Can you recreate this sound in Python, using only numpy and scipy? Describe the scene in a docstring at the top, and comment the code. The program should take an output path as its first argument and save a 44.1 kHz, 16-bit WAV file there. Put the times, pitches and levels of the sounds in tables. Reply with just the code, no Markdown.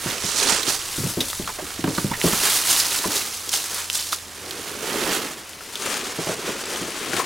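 """Rustling in dry leaf litter

Small animals shuffle through dry leaf litter and brush in a creek bed, close to a hand-held camera.
Leaves crackle and paws press the litter: showers of random impulses, filtered and swelling in sweeps.
Twigs snap, and water drips faintly, as bursts ringing at one pitch; blows on a plastic tub and the
ground excite decaying modes. Under it all lie filtered noise for far leaves and hand rumble, and a
wavering sine for a far motor.
"""
import sys
import numpy as np
from scipy import signal
from scipy.io import wavfile
from scipy.ndimage import uniform_filter1d

SR = 44100
rng = np.random.default_rng(int(sys.argv[2]) if len(sys.argv) > 2 else 0)


def gain_from_db(level_db):
    """Turn a decibel level (scalar or array-like) into a linear amplitude factor."""
    decades = np.asarray(level_db, float) / 20
    return 10 ** decades


def to_wav(sig):
    """Store sig (one row per channel, or 1-D mono) as 16-bit WAV at the path in sys.argv[1].

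    Samples outside -1..1 are clipped; the rate is SR.
    """
    pcm = np.clip(np.atleast_2d(sig), -1, 1) * 32767
    pcm = np.round(pcm).astype(np.int16)
    wavfile.write(sys.argv[1], SR, pcm.T)  # frames by channels


N = 319725  # samples


def evened(x):
    """Normalisation: scales a signal to rms 1."""
    return x / np.sqrt(np.mean(x ** 2) + 1e-20)


def curve(rows, axis):
    """Linear interpolation: one column of a table over t/s, at every sample."""
    rows = np.array(rows)
    return np.interp(np.arange(N) / SR, rows[:, 0], rows[:, axis])


def colour(x, points):
    """Minimum-phase filtering: imposes a spectrum causally, so that clicks keep their sharp start."""
    f, db = np.transpose(points)
    hz = abs(np.fft.fftfreq(4096, 1 / SR))
    log_gain = np.interp(np.log(hz + 1), np.log(f), db) * np.log(10) / 20
    # the Hilbert transform of the log gain gives the phase
    response = np.exp(np.conj(signal.hilbert(log_gain)))
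    taps = np.fft.ifft(response).real[:2048]
    return signal.oaconvolve(x, taps)[:len(x)]


def drift(seconds):
    """Low-pass noise: white noise averaged twice over a window gives slow chance of rms 1."""
    size = max(round(seconds * SR), 2)
    once = uniform_filter1d(rng.standard_normal(N), size)
    return evened(uniform_filter1d(once, size))


def add(mix, s, sound, pan_db):
    """Superposition with a level difference: adds a sound at a time, pan_db louder on the left."""
    part = mix[:, round(s * SR):][:, :len(sound)]
    part += gain_from_db([[pan_db / 2], [-pan_db / 2]]) * sound[:part.shape[1]]


# far leaves and breeze, spectrum: f/Hz, relative level/dB per Hz
AIR = [(15, -37), (25, 7.5), (378, 4.5), (2230, 4.5), (5880, -1.5), (15500, -19)]
# far motor: t/s, mean level/dB
HUM = [(1, -56), (2.6, -52.5), (4.5, -54.5), (4.8, -63)]
# the hand on the camera: t/s, level/dB
RUMBLE = [(0, -53.5), (2.4, -46), (2.8, -65), (7.25, -65)]


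def background():
    """Stationary noise and a modulated tone: far leaves, a wavering motor hum and rumble from the hand."""
    air_db, hum_hz = -44.5, 85.3
    air = gain_from_db(air_db) * evened(colour(rng.standard_normal(N), AIR))
    turns = np.cumsum(hum_hz + 0.68 * drift(0.27)) / SR
    hum_level = gain_from_db(curve(HUM, axis=1) + 0.74 * drift(0.91))
    hum = hum_level * np.sqrt(2) * np.sin(2 * np.pi * turns)
    rumble = evened(colour(rng.standard_normal(N), [(20, -2), (110, 0), (300, -45)]))
    return air + hum + gain_from_db(curve(RUMBLE, axis=1)) * rumble


def banks(x):
    """Diffuse scattering: three sets of echoes from banks and bushes, traded steadily at a fixed rate."""
    t, turn = np.arange(6000) / SR, np.arange(N) / SR * 7  # s, rad
    sparse = rng.standard_normal((3, len(t))) * (rng.random((3, len(t))) < 0.1)
    taps = sparse * gain_from_db(-60 * t / 0.054) * (t > 0.002)  # 60 dB down in 54 ms
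    # the squares of the three shares always sum to one
    shares = np.sqrt(2 / 3) * np.cos(turn + np.arange(3)[:, None] * np.pi / 3)
    echoes = signal.oaconvolve(x * shares, taps / np.linalg.norm(taps[0]), axes=1)
    return echoes[:, :N].sum(0)


# dull knocks on the tub and thuds on the ground: t/s, peak level/dB, centre of the blow f/Hz
KNOCKS = [(0.059, -17.5, 203), (0.238, -23.5, 187), (0.678, -18.5, 483), (0.981, -20, 218),
          (1.001, -20, 197), (1.034, -18.5, 146), (1.058, -21, 220), (1.172, -12.5, 278),
          (1.182, -19.5, 336), (1.206, -23, 324), (1.397, -17, 168), (1.619, -26, 290), (1.792, -21, 272),
          (1.841, -10.5, 267), (1.871, -21, 280), (1.878, -12.5, 316), (1.981, -12.5, 258),
          (2.045, -10.5, 186), (2.112, -18.5, 174), (2.240, -8, 304), (2.26, -13.5, 196), (2.276, -19, 400),
          (2.331, -16.5, 195), (3.057, -16, 334), (3.077, -25.5, 396), (4.957, -19.5, 328),
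          (6.187, -17.5, 425), (6.268, -17.5, 610), (6.291, -16.5, 500), (6.814, -20, 318),
          (7.132, -18, 387)]
# modes of the plastic tub: nominal f/Hz, relative level/dB, 60 dB decay t/s
TUB = [(112.7, -10, 0.24), (170.5, -0.5, 0.087), (262.5, -1, 0.049), (350, 4.5, 0.04), (575, -3, 0.041)]


def knocks():
    """Modal excitation: a soft blow drives the modes near its own pitch most, and a ragged rattle follows."""
    out, t = np.zeros((2, N)), np.arange(6000) / SR
    chance = rng.random((len(KNOCKS), len(TUB), 2))
    grits = rng.standard_normal((len(KNOCKS), len(t)))
    for (s, peak_db, hz), lot, grit in zip(KNOCKS, chance, grits):
        thump = np.sin(2 * np.pi * hz * t) * gain_from_db(-60 * t * hz / 5.6)  # the blow, 60 dB down in 5.6 cycles
        body = np.zeros(len(t))
        for (f, db, t60), (detune, phase) in zip(TUB, lot):
            level = gain_from_db(db - 5.1 * abs(np.log2(f / hz)) - 60 * t / t60)
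            body += level * np.sin(2 * np.pi * (f * (0.909 + 0.2 * detune) * t + phase))
        rattle = evened(colour(grit, [(hz / 3, -20), (hz, 0), (hz * 1.76, -12), (6000, -45)]))
        sound = thump + 0.5 * body + 0.17 * rattle * gain_from_db(-60 * t / 0.24)
        sound *= 1 - np.exp(-t / 0.0021)  # soft onset
        add(out, s, gain_from_db(peak_db) * sound / abs(sound).max(), 0)
    return out


# twigs and stiff leaves breaking, and faint water drips near 5.53-5.61 s:
# t/s, peak level before panning/dB, centre f/Hz,
# length of the burst t/s (its decay constant is held to 0.0002 s or more)
SNAPS_AND_DRIPS = [(.428, -12, 2550, 0.0033), (0.63, -10.5, 4000, 0.0046), (0.684, -11.5, 4400, 0.011),
                   (1.2052, -6.5, 3600, 0.0099), (1.331, -13, 1310, 0.00078), (1.4755, -14.5, 1210, 0.0056),
                   (1.49, -20, 950, 0.012), (1.586, -20.5, 630, 0.016), (1.841, -14, 1230, 0.0045),
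                   (1.875, -18, 1240, .005), (1.982, -11.5, 1220, 0.0037), (2.113, -15, 974, 0.016),
                   (2.134, -17.5, 1920, 0.015), (2.215, -7, 2080, 0.00092), (2.275, -16, 1140, .003),
                   (2.331, -13.5, 1050, 0.0093), (2.799, -6, 4500, 0.0096), (2.855, -9, 4960, 0.0019),
                   (3.042, -15, 1000, .008), (3.492, -7.5, 5150, 0.0025), (3.531, -8, 3370, 0.0014),
                   (3.745, -7.5, 9100, 0.0017), (3.9003, -0.5, 2830, 0.00017), (3.93, -10, 6600, 0.0015),
                   (3.9654, -14, 7260, 0.0013), (3.974, -8, 7600, 0.0018), (4.1225, -12, 3900, 0.011),
                   (4.129, -10, 1330, 0.0013), (4.181, -29, 504, 0.00052), (4.509, -13, 4030, 0.0022),
                   (5.248, -19, 3780, 0.0023), (5.4934, -18.5, 6700, .001), (5.533, -24, 3180, .002),
                   (5.582, -31.5, 2480, .002), (5.608, -26, 1310, .003), (5.756, -10, 3540, 0.00066),
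                   (7.133, -9.5, 1400, 0.0019), (7.194, -13, 1016, 0.018)]
# where the movement is: t/s, nearness as level of the top treble/dB, left over right level/dB
PLACE = [(0.0, -2, -4.5), (0.5, -15.5, -7), (0.72, -6.5, -5.5), (1.08, -2, 1.5), (1.8, -4, -4),
         (2.27, -1.5, -2.5), (3.94, -5, -1.5), (5.05, -3, -5.5), (5.62, -4.5, 2), (5.92, -10, 3.5),
         (6.2, -8, -2.5), (7.25, -11, 5.5)]


def snaps_and_drips():
    """Impulsive excitation: a sharp crack and a short noise burst ring at one pitch over a broad click."""
    out, t, side_db = np.zeros((2, N)), np.arange(4000) / SR, curve(PLACE, axis=2)
    noises = rng.standard_normal((len(SNAPS_AND_DRIPS), len(t)))
    for (s, peak_db, hz, length), noise in zip(SNAPS_AND_DRIPS, noises):
        swell = np.minimum(t / (0.17 * length), 1)
        crack = 4.2 * (t == 0)
        burst = noise * np.exp(-t / max(length, 0.0002)) * swell + crack  # in a twig, fibres letting go
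        decay = np.exp(-t * hz / 2.0) + 1.46 * np.exp(-t * hz / 0.4)  # narrow ring, broad click
        tone = np.sin(2 * np.pi * hz * t) * decay
        ring = signal.oaconvolve(burst, np.diff(tone, prepend=0))[:len(t)]
        add(out, s, gain_from_db(peak_db) * ring / abs(ring).max(), side_db[round(s * SR)])
    return out


def crackle(per_s, spread_db, clump_db, blur):
    """Shot noise: many tiny cracks, a few large, in clumps and blurred by the hiss of those further off."""
    size = gain_from_db(spread_db * np.minimum(rng.exponential(1, N), 4.5)) * rng.choice([-1., 1.], N)
    cracks = evened(size * (rng.random(N) < per_s / SR))
    clumps = gain_from_db(clump_db * (drift(0.0043) + 0.69 * drift(0.026)))
    return evened(clumps * (cracks + blur * rng.standard_normal(N)))


def ticks():
    """Damped resonance: single leaves crack at random, each ringing for a few cycles at its own pitch."""
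    t, out = np.arange(600) / SR, np.zeros(N)
    for hz in np.geomspace(2800, 11000, 14):
        strikes = rng.random(N) < 14 / SR  # 14 per second at each pitch
        size = gain_from_db(4.8 * np.minimum(rng.exponential(1, N), 3)) * strikes
        ring = np.sin(2 * np.pi * hz * t) * np.exp(-t * hz / 2.5) * np.sqrt(hz)
        out += signal.oaconvolve(size, ring)[:N]
    return evened(out)


# sweeps through the leaves: fullest at t/s, rise length t/s, fall length t/s,
# crackle level/dB, weight on the ground as relative level/dB
SWEEPS = [(0.091, 0.11, 0.23, -29.5, -1), (0.263, 0.061, 0.086, -24.5, -6), (0.386, 0.093, 0.26, -22, -9.5),
          (0.494, 0.14, 0.18, -24, 0), (0.683, 0.023, 0.093, -20, -6.5), (1.007, 0.33, 0.39, -30, -6),
          (1.304, 0.078, 0.23, -31, -12), (1.663, 0.18, 0.9, -38, -2), (1.968, 0.12, 0.29, -32, -5.5),
          (2.27, 0.075, 0.91, -24, -4), (2.43, 0.032, 0.14, -23, -3.5), (2.556, 0.16, 0.061, -20.5, -9.5),
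          (2.712, 0.059, 0.19, -19, -9), (2.917, 0.028, 0.42, -27, -5), (3.161, 0.063, 0.093, -22.5, -5.5),
          (3.354, 0.15, 0.15, -37.5, -23), (3.538, 0.022, 0.083, -19.5, -11.5),
          (3.793, 0.32, 0.075, -29, -4.5), (3.954, 0.055, 0.17, -24, -15), (4.131, 0.011, 0.022, -22.5, -8),
          (4.583, 0.26, 0.46, -38, 1.5), (4.91, 0.15, 0.32, -32, 3), (5.131, .2, 0.15, -28, 2.5),
          (5.872, 0.15, 0.45, -30.5, 1), (6.294, 0.12, 0.093, -30.5, -0.5), (6.488, 0.19, 0.19, -36.5, 4.5),
          (6.717, 0.2, 0.72, -33, 0.5), (7.195, 0.22, .07, -30, 2.5)]


def strokes(per_weight, still_db):
    """Power addition: sweeps swell and die away, a heavy one counting more for what lies lower."""
    span_db, bluntness = 12.5, 1.07  # drop over one rise or fall length; exponent shaping the top
    t, power = np.arange(0, N + 64, 64) / SR, gain_from_db(2 * still_db)  # starts from leaves at rest
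    for s, rise, fall, db, weight_db in SWEEPS:
        away = np.where(t < s, (s - t) / rise, (t - s) / fall)
        level_db = db + per_weight * weight_db - span_db * abs(away) ** bluntness
        power = power + gain_from_db(2 * level_db)
    return np.interp(np.arange(N) / SR, t, np.sqrt(power))


# leaf blades, spectrum: f/Hz, relative level/dB per Hz
LEAF = [(1200, -50.5), (2400, -6), (4200, 4.5), (6500, 5), (9500, 1.5), (14000, -25)]
# brittle leaf edges, spectrum: f/Hz, relative level/dB per Hz
EDGES = [(6000, -20), (10200, 0), (16000, -9)]
# pressed litter, ringing above the dip of the ground echo, spectrum: f/Hz, relative level/dB per Hz
LITTER = [(300, -29.5), (750, -5.5), (1250, -2.5), (3300, -6.5), (6000, -24)]
# soft ground under a paw, spectrum: f/Hz, relative level/dB per Hz
EARTH = [(60, -21.5), (160, -9), (430, 0.5), (720, -11.5), (1500, -46)]


def leaves():
    """Filtered shot noise: fine cracks ring blades and edges, fine and coarse ones press the litter,
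    lumpy and coarse ones the earth."""
    fine = crackle(per_s=5000, spread_db=2.0, clump_db=1.44, blur=1.2)
    coarse = crackle(per_s=800, spread_db=0.0, clump_db=3.0, blur=1.46)
    lumps = crackle(per_s=600, spread_db=1.5, clump_db=2.5, blur=1.73)
    # the same crack times with random signs, so the layers add without cancelling
    flips = rng.choice([-1., 1.], (2, N))
    level, side_db = strokes(0, still_db=-43.5), curve(PLACE, axis=2) / 2

    blades = level * (evened(colour(fine, LEAF)) + gain_from_db(-7.5) * ticks())
    edges = level * gain_from_db(curve(PLACE, axis=1)) * evened(colour(flips[0] * fine, EDGES))
    pressed = 0.52 * coarse + 0.8 * flips[1] * fine
    litter = strokes(1, still_db=-47.0) * evened(colour(pressed, LITTER))
    # soft ground gives way faster than litter as weight grows
    earth = strokes(2.12, still_db=-50) * gain_from_db(-4.5) * evened(colour(lumps + 0.24 * coarse, EARTH))

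    sided = (blades + litter) * gain_from_db([side_db, -side_db])
    sided += edges * gain_from_db([0.99 * side_db, -0.4 * side_db])
    return sided + earth * gain_from_db([0.074 * side_db, -0.4 * side_db])


# unlike part of the two ports, filter: f/Hz, gain level/dB
APART = [(150, -20.5), (1500, -11.5), (14000, -16.5)]


def scene():
    """Superposition and decorrelation: all sources, their echoes, and a part in antiphase at the two ports."""
    near, far = leaves() + knocks() + snaps_and_drips(), background()
    unlike = colour(banks(near.mean(0) + far), APART)
    echoes = gain_from_db(-14.0) * banks(near.mean(0))
    return near + far + echoes + np.array([unlike, -unlike])


def top_cut(x):
    """Nothing passes above the cut-off."""
    return signal.sosfilt(signal.butter(12, 16410, fs=SR, output="sos"), x)


def record(dry):
    """Saturation and band limiting: the camera's soft overload, then a 16 kHz low-pass."""
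    soft = 0.8 * np.tanh(dry / 0.8)
    low_pass = signal.firwin(301, 16000, window=("kaiser", 9), fs=SR)
    limited = signal.oaconvolve(soft, low_pass[None], "same")
    return top_cut(limited)


dry = scene()
out = record(dry)
to_wav(out)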